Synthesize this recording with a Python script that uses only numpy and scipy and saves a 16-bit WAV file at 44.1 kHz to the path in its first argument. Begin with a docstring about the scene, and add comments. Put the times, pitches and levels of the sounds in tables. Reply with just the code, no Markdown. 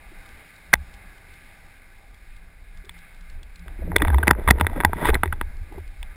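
"""A gloved hand rubs and rattles a speargun under water, heard by a camera in a hard housing riding on it.
Trains of tiny impacts and stick-slip grains ring the housing's damped modes; jolts sway the mount at a low pitch.
Before the hand come faint shaped-noise hiss, swell rumble, soft knocks, far clicks, a low tone and one sharp snap.
The recorder ducks after loud blows, clips, and holds each sample of a 12 kHz stream, which mirrors the spectrum."""
import sys
import numpy as np
from scipy import signal
from scipy.fft import rfft, irfft, next_fast_len
from scipy.io import wavfile
from scipy.ndimage import uniform_filter1d

SR = 44100
rng = np.random.default_rng(int(sys.argv[2]) if len(sys.argv) > 2 else 0)


def boost(x):
    """Linear amplitude factor 10**(x/20) for a level x in decibels (scalar or array-like)."""
    u = np.asarray(x, float) / 20
    return 10 ** u


def store_pcm(level_fs):
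    """Save levels as 16-bit WAV."""
    pcm = np.round(np.clip(level_fs, -1, 1) * 32767).astype(np.int16)
    wavfile.write(sys.argv[1], SR, np.atleast_2d(pcm).T)


N = 271639  # length in samples

# Blows on gun and housing. Each row: start in seconds, peak of the middle modes in dB,
# chatter rate in Hz, treble in dB against that peak, contact length in ms.
BLOWS = [(0.7301, -4, 1723, -27, 3.9), (0.736, 6, 1990, -9.5, 3.6), (0.7541, -19.5, 1930, -8, 1.2),
         (2.8932, -30, 2200, 3, 4.3), (2.965, -42, 2200, -15, 6), (3.681, -31, 1510, -8, 1.5),
         (3.9177, -20, 940, -30, 0.8), (3.96, -12.5, 1750, -13, 1.2), (3.9627, -1.5, 2117, -4, 2.7),
         (3.9832, -35.5, 800, 13.5, 0.9), (3.999, -21.5, 2410, -24, 9.3), (4.0193, -6, 1780, -9.5, 2.3),
         (4.0497, -11.5, 1490, -14.5, 0.9), (4.07, -21.5, 2210, -16, 9), (4.0805, -13, 935, -11, 1.7),
         (4.101, -17, 1710, -22, 3.2), (4.129, -20.5, 814, -22.5, 11.4), (4.143, -13, 946, -15.5, 3.7),
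         (4.183, -15, 850, -12.5, 3.6), (4.229, -11.5, 1575, -21, 6.2), (4.2714, -11.5, 1850, -13.5, 0.7),
         (4.2749, -9, 1580, -32, 0.8), (4.2789, 0.5, 1920, -10.5, 1.5), (4.291, -12, 920, -23, 1.6),
         (4.3052, -6.5, 1685, -19, 3.5), (4.3091, 6, 1670, -17.5, 1.6), (4.3323, -21.5, 1500, -20, 1.4),
         (4.349, -23.5, 1440, -45, 2.4), (4.3958, -29, 800, -13, 3), (4.4762, -8, 1116, -15, 4),
         (4.4839, -5.5, 1953, -22, 2.8), (4.489, -6, 810, -9.5, 1.6), (4.503, -9, 1512, -5, 5.6),
         (4.5074, 3.5, 1873, -9, 2.6), (4.517, -17.5, 960, -22, 2.4), (4.582, -23, 954, -16.5, 5.1),
         (4.598, -20, 1437, -7, 9.7), (4.6106, -3.5, 1580, -9, 0.9), (4.6457, -19, 920, -38, 2.6),
         (4.6674, -7, 1900, -12, 0.9), (4.697, -27.5, 920, -13, 3), (4.757, -28, 800, -23, 9.7),
         (4.8031, -9.5, 1760, -17.5, 0.8), (4.808, -15.5, 1740, -11.5, 2.8), (4.8353, -14, 1500, -29, 0.9),
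         (4.8482, 3, 1900, -16, 1.6), (4.9321, -10, 960, -26, 0.8), (4.968, -29.5, 1860, -20, 2),
         (5.02, -23, 800, -31, 10.5), (5.047, -19, 1140, -9, 2.5), (5.0538, -13.5, 960, -8, 3.9),
         (5.0872, -7.5, 1570, -23, 1.7), (5.093, -11.5, 1884, -15, 0.8), (5.1017, -16, 850, -2.5, 1.5),
         (5.1284, -18.5, 870, -33, 8.3), (5.143, -20.5, 1944, 5, 4), (5.1524, -8, 2120, -24, 1.4),
         (5.233, -3.5, 1550, -19, 1.7), (5.257, -19, 1900, -12.5, 1.8), (5.276, -29.5, 2110, -12, 1.8),
         (5.3247, -13.5, 1560, -22, 3.1), (5.332, -27, 890, -11, 5), (5.412, -11.5, 1613, -14, 1.1),
         (6.029, -32, 2300, 7, 0.8)]
# Middle modes of the housing. Each row: pitch in Hz, relative level in dB, 60 dB decay time in seconds.
BODY = [(850, -22, 0.076), (960, -4.5, 0.024), (1243, 2, 0.0053), (1575, -4, 0.011), (1939, 0.5, 0.01),
        (2200, -23, 0.025)]
# Gloved hand on the gun, rising with sliding speed. 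Each row: time in seconds, pressure in dB, brightness in dB.
HAND = [(3.66, -57, 0), (3.775, -57, -7), (3.8, -45.5, -5), (3.9, -40.5, -18), (4.0, -30.5, -2),
        (4.06, -32.5, 1), (4.2, -37.5, -1), (4.3, -37.5, -2), (4.335, -49, -8), (4.39, -36, -5),
        (4.45, -40.5, 4.5), (4.55, -38.5, 0.5), (4.7, -40, 1), (4.78, -34, 3), (4.88, -41, 1),
        (4.99, -40, 12), (5.04, -33, 12.5), (5.07, -36.5, 25.5), (5.1, -29.5, 16.5), (5.12, -36.5, 0),
        (5.145, -33, -4), (5.19, -52, 8.5), (5.43, -61, 9), (5.5, -59.5, 8), (5.69, -66, 1), (5.72, -49, 3),
        (5.8, -44.5, -8), (5.84, -74, 4)]


def unit(x):
    """Scale to rms 1."""
    return x / np.sqrt(np.mean(x ** 2))


def band(x, lo_hz, hi_hz):
    """Band-pass with a second-order Butterworth prototype."""
    return signal.sosfilt(signal.butter(2, [lo_hz, hi_hz], "bandpass", fs=SR, output="sos"), x)


def walk(rate):
    """Random levels held 1 / rate s and slewed; spread near 1."""
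    hold = int(SR / rate)
    steps = np.repeat(rng.standard_normal(N // hold + 1), hold)
    return unit(uniform_filter1d(steps, hold)[:N])


def column(table, index, outside=None):
    """One column of a curve, per sample."""
    rows = np.array(table)
    return np.interp(np.arange(N) / SR, rows[:, 0], rows[:, index], left=outside, right=outside)


def add(out, s, sound, db):
    """Mix a short sound in at time s with its peak at db."""
    i = int(s * SR)
    out[i:i + len(sound)] += (boost(db) * sound / np.abs(sound).max())[:N - i]


def swells(rows, t60):
    """Gain that climbs to each (s, dB, rise s) and then dies away; powers add."""
    power = np.zeros(N)
    for s, db, rise_s in rows:
        i = np.arange(max(int((s - 4 * rise_s) * SR), 0), min(int((s + t60) * SR), N))
        late = i / SR - s
        climb, decay = np.exp(-(late / rise_s) ** 2), 1e6 ** (-late / t60)
        power[i] += boost(2 * db) * np.where(late < 0, climb, decay)
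    return np.sqrt(power)


def tone(hz, width, waver_db):
    """A soft spring shaken near one pitch: pitch and level waver."""
    turn = np.cumsum(hz + width * walk(25)) / SR
    return unit(np.cos(2 * np.pi * turn) * boost(waver_db * walk(30)))


def ring(modes, lo_hz, hi_hz):
    """What one tiny impact leaves ringing, a row per mode; water damps both ends of the range."""
    t = np.arange(SR // 20) / SR
    rows = np.array([boost(db) * np.sin(2 * np.pi * hz * t) * 1000 ** (-t / t60) for hz, db, t60 in modes])
    return band(band(rows, lo_hz, hi_hz), lo_hz, hi_hz)


def housing_rings():
    """The hard housing as three groups of damped modes: bass, middle and treble."""
    # Each row of both: pitch in Hz, relative level in dB, 60 dB decay time in seconds.
    bass_modes = [(93.7, -2, 0.049), (199, -4, 0.018), (260, -19, 0.0054), (343, -5.5, 0.025),
                  (432.5, 0, 0.015), (624, -1.5, 0.019)]
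    treble_modes = [(2604, -2.5, 0.011), (3040, -4, 0.0086), (3486, 5, 0.012), (4000, -35, 0.034),
                    (4860, -7, 0.006), (5170, -23, 0.0048)]
    return ring(bass_modes, 81.3, 712), ring(BODY, 644, 2574), ring(treble_modes, 1720, 5430)


def held(s):
    """Whether the hand is on the gun at time s."""
    return HAND[0][0] < s < HAND[-1][0]


def hiss():
    """Smooth water noise coloured by the housing, flickering a little band by band."""
    # Broad colour. Each row: frequency in Hz, relative spectral level in dB.
    slope = np.array([(53, -62), (90, -7), (140, -18.5), (172, -15.5), (453, -22.5), (795, -20),
                      (1090, -19.5), (1210, -20.5), (1420, -15.5), (2240, -14), (2870, -23.5), (5310, -26),
                      (6000, -36), (7800, -73), (13200, -120)])
    # Peaks on that colour. Each row: centre in Hz, width in Hz, height in dB (negative for a dip).
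    peaks = [(670, 18, 2), (800, 25, 9), (1027, 21, -10), (1201, 25, 11), (1537, 110, 7), (1680, 63, 9),
             (1990, 37, 4.5), (2140, 160, 8.5), (2463, 280, 6), (3770, 390, 5.5)]
    # Level of the part above about 1 kHz. Each row: time in seconds, level in dB.
    loudness = [(0, -52), (.32, -50.5), (.7, -53), (1.1, -50.5), (1.68, -54), (2.6, -57.5), (2.92, -54.5),
                (3.1, -55.5), (6.16, -54.5)]
    low_part_db = -4.5  # against the upper part
    size = next_fast_len(N)
    hz = np.arange(size // 2 + 1) * SR / size + 1
    db = np.interp(np.log(hz), np.log(slope[:, 0]), slope[:, 1])
    db = db + sum(p / (1 + (2 * (hz - f) / w) ** 2) for f, w, p in peaks)
    colour = rfft(rng.standard_normal(size)) * boost(db)
    parts = [0, 0]  # upper, low
    for centre in 90 * 2 ** np.arange(7):  # overlapping octave bands
        share = np.clip(1 - np.abs(np.log2(hz / centre)), 0, 1)
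        parts[centre < 1000] += irfft(colour * share, size)[:N] * boost(1.6 * walk(11))
    return boost(column(loudness, index=1)) * (unit(parts[0]) + boost(low_part_db) * unit(parts[1]))


def swell_gain():
    """Slow water movement around the gun, as a gain."""
    # Each row: time in seconds, level in dB.
    movement = [(0.0, -44.5), (0.36, -48), (0.51, -60), (0.77, -36.5), (1.22, -51), (2.85, -40.5),
                (3.09, -48), (3.41, -35.5), (3.52, -42.5), (4.1, -23.5), (4.22, -31), (5.06, -29.5),
                (5.13, -21), (5.27, -32.5), (5.63, -33.5), (5.68, -43), (6.11, -34.5), (6.16, -38)]
    return boost(column(movement, index=1))


def rumble(swell):
    """Deep noise that follows the slow water movement."""
    return swell * unit(band(rng.standard_normal(N), 13.7, 37.4))


def mount_sway(swell):
    """The springy mount sways at a low pitch after each jolt; the swell keeps it moving faintly."""
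    # Each row: moment of full swing in seconds, level in dB, rise in seconds.
    jolts = [(.35, -48, .03), (.7, -43, .03), (.762, -24.5, 0.0087), (1.3, -49, 0.032), (3.4, -41, 0.041),
             (3.66, -39.5, 0.032), (3.84, -30.5, 0.018), (3.94, -25, .02), (3.99, -21, 0.0098),
             (4.03, -19.5, .012), (4.1, -23.5, 0.018), (4.165, -15, .03), (4.245, -19.5, 0.016),
             (4.32, -16.5, 0.015), (4.485, -11.5, 0.0091), (4.515, -15, 0.0093), (4.625, -17, 0.0088),
             (4.857, -15.5, 0.012), (5.1, -20, .01), (5.16, -22, 0.0085), (5.28, -29, .02),
             (5.42, -27, 0.012), (5.63, -38, 0.016), (5.81, -37, 0.038), (6.04, -40.5, .03)]
    shake_db = -15  # sway kept up by the swell, against the swell's level
    sway = np.hypot(swells(jolts, t60=.3), boost(shake_db) * swell)
    return sway * tone(67.4, width=7.82, waver_db=2.95)


def knocks():
    """Soft knocks: short damped tones with a soft start and some noise around their pitch."""
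    # Each row: start in seconds, peak in dB, pitch in Hz.
    soft_knocks = [(.116, -44, 342), (2.84, -48, 380), (2.865, -48, 400), (3.79, -37.5, 353),
                   (3.897, -31, 306), (4.021, -17.5, 304), (4.277, -19, 320), (5.018, -23, 610),
                   (5.091, -13, 433), (5.256, -26, 377), (5.719, -40, 374), (5.723, -37.5, 800),
                   (5.739, -43, 820), (5.778, -29.5, 378), (5.781, -34.5, 854)]
    out = np.zeros(N)
    for s, db, hz in soft_knocks:
        turn = np.arange(SR // 20) * hz / SR
        noise = band(rng.standard_normal(len(turn)), hz / 2, 4 * hz)
        swing = np.sin(2 * np.pi * turn) + 0.45 * noise
        add(out, s, turn * np.exp(-turn / 1.47) * swing, db)  # decay in cycles
    return out


def ticks():
    """Faint far clicks: tiny and broad with a hint of pitch, plus fainter ones at random moments."""
    # Each row: start in seconds, peak in dB.
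    far_clicks = [(0.259, -43.5), (0.2896, -43), (0.561, -44), (0.9385, -39.5), (0.9457, -49), (1.34, -48),
                  (2.143, -46.5), (2.7719, -46), (2.8519, -45), (2.9867, -46), (3.2081, -46),
                  (3.2983, -41.5), (3.4296, -39), (3.557, -41), (3.5925, -41.5)]
    mean_hz, stray_count, stray_db = 3660, 11, -47.5
    out, t = np.zeros(N), np.arange(SR // 100) / SR
    strays = [(place * N / SR, stray_db + 5 * (size - .5)) for place, size in rng.random((stray_count, 2))]
    for s, db in far_clicks + strays:
        noise = rng.standard_normal(len(t))
        pitch = np.cos(2 * np.pi * mean_hz * (1 + 0.097 * noise[0]) * t)
        click = (pitch + 2.7 * noise) * t * np.exp(-t / 0.0017)
        add(out, s, band(click, 1900, 5600), db)
    return out


def hum():
    """A faint low tone that comes and goes, wavering in pitch and level."""
    # Each row: loudest moment in seconds, level in dB.
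    hum_peaks = [(.78, -45.5), (2.44, -60.5), (2.8, -57.5), (2.98, -50), (3.24, -57.5), (3.64, -51.5),
                 (3.9, -37)]
    rise_s, t60_s = 0.044, 0.42
    gain = swells([(s, db, rise_s) for s, db in hum_peaks], t60_s)
    return gain * tone(170, width=2.9, waver_db=2.5)


def blows(rings):
    """Each contact chatters for a few ms; the train of tiny impacts rings the housing."""
    out, chance = np.zeros(N), rng.standard_normal((len(BLOWS), 66))
    for (s, db, hz, treble_db, ms), c in zip(BLOWS, chance):
        # thud against the peak; 6 dB less while the hand is off the gun
        thud_db = -12 + 0.03 * db - 6 * (not held(s))
        count = int(np.clip(ms * hz / 1000 + .5, 1, 24))
        place = np.cumsum(np.clip(1 + 0.066 * c[:count], .5, 2)) * SR / hz
        train = np.zeros(SR // 40)
        train[(place - place[0]).astype(int)] = boost(5.67 * c[24:24 + count])
        train[0] *= .6  # lighter first touch
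        # slow chatter comes from softer, longer pushes
        push = np.hanning(int(np.clip(.45 * SR / hz, 4, 24)))
        soft, hard = np.convolve(train, push), np.convolve(train, push[::2])
        # every spot struck favours other modes; middle modes near the chatter rate ring most
        spots = boost(3 * c[48:]).reshape(3, 6)
        spots[1] *= boost(-2.5 * np.abs(np.log2(np.array(BODY)[:, 0] / hz)))
        levels = (db + thud_db, db, db + treble_db)
        for force, rows, spot, level_db in zip((soft, soft, hard), rings, spots, levels):
            add(out, s, signal.fftconvolve(force, spot @ rows), level_db)
    return out


def gurgle(rate):
    """Trapped water pockets: short low notes that glide, rate of them a second; rms 1."""
    out, t = np.zeros(N), np.arange(SR // 15) / SR
    for place, pitch, glide, size in rng.random((int(rate * N / SR), 4)):
        hz = 140 * 2 ** (2.4 * pitch)
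        turn = hz * t * (1 + 10.0 * (glide - .3) * t)
        add(out, place * N / SR, turn * np.exp(-turn / 0.98) * np.sin(2 * np.pi * turn), 12 * size)
    return unit(out)


def rub(rings):
    """Dense stick-slip grains of uneven size, in clumps, excite the same housing modes; water gurgles along."""
    clumps, bright = walk(45), column(HAND, index=2)
    # grit shaken loose rattles on after a blow
    rattle_db, rattle_t60_s = -26, 0.063
    shaken = [(s + .003, db + rattle_db, .001) for s, db, *_ in BLOWS if held(s)]
    pressure = boost(column(HAND, index=1, outside=-99))
    force = np.hypot(pressure, swells(shaken, rattle_t60_s))
    out = force * boost(-0.5) * gurgle(60)
    # bass, middle, treble modes: level in dB, share of brightness, grains a second, clumping in dB
    layers = (-0.5, 0, 500, 3.5), (-6.5, 0.58, 2500, 3.0), (-26, 1.12, 7000, .6)
    for (db, tilt, rate, clump_db), rows in zip(layers, rings):
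        hits = (rng.random(N) < rate / SR) * rng.standard_normal(N)
        grains = hits * boost(1.3 * rng.exponential(size=N) + clump_db * clumps)
        scrape = unit(signal.fftconvolve(grains, rows.sum(axis=0))[:N])
        out = out + force * boost(db + tilt * bright) * scrape
    return out


def scene():
    """Water, swaying mount and everything that touches the gun, summed to one channel."""
    swell, rings = swell_gain(), housing_rings()
    water = hiss() + rumble(swell)
    mount = mount_sway(swell) + hum()
    near = knocks() + ticks() + blows(rings) + rub(rings)
    return (water + mount + near)[None]


def top_cut(x):
    """Nothing passes above the cut-off."""
    return signal.sosfilt(signal.butter(12, 15640, fs=SR, output="sos"), x)


def record(dry):
    """Gain control ducks after loud blows; peaks clip; each 12 kHz sample is held four times."""
    held_rate, full_rate, release_s = 12000, 48000, 0.031  # Hz, Hz, s
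    x = signal.resample_poly(dry, 40, 147, axis=1)  # to 12 kHz
    over = np.maximum(np.abs(x) - .5, 0)
    release = np.exp(-1 / (release_s * held_rate))
    duck = signal.lfilter([0, 0, 1 - release], [1, -release], over, axis=1)
    late = np.r_[np.zeros(24), np.ones(24) / 24]  # reacts 2-4 ms late
    duck = signal.lfilter(late, 1, duck, axis=1)
    clipped = np.clip(x / (1 + 28 * duck), -.97, .97)
    stepped = np.repeat(clipped, full_rate // held_rate, axis=1)
    mix = signal.resample_poly(stepped, 147, 160, axis=1)[:, :N]  # 48 kHz to SR
    return top_cut(mix)


dry = scene()
out = record(dry)
store_pcm(out)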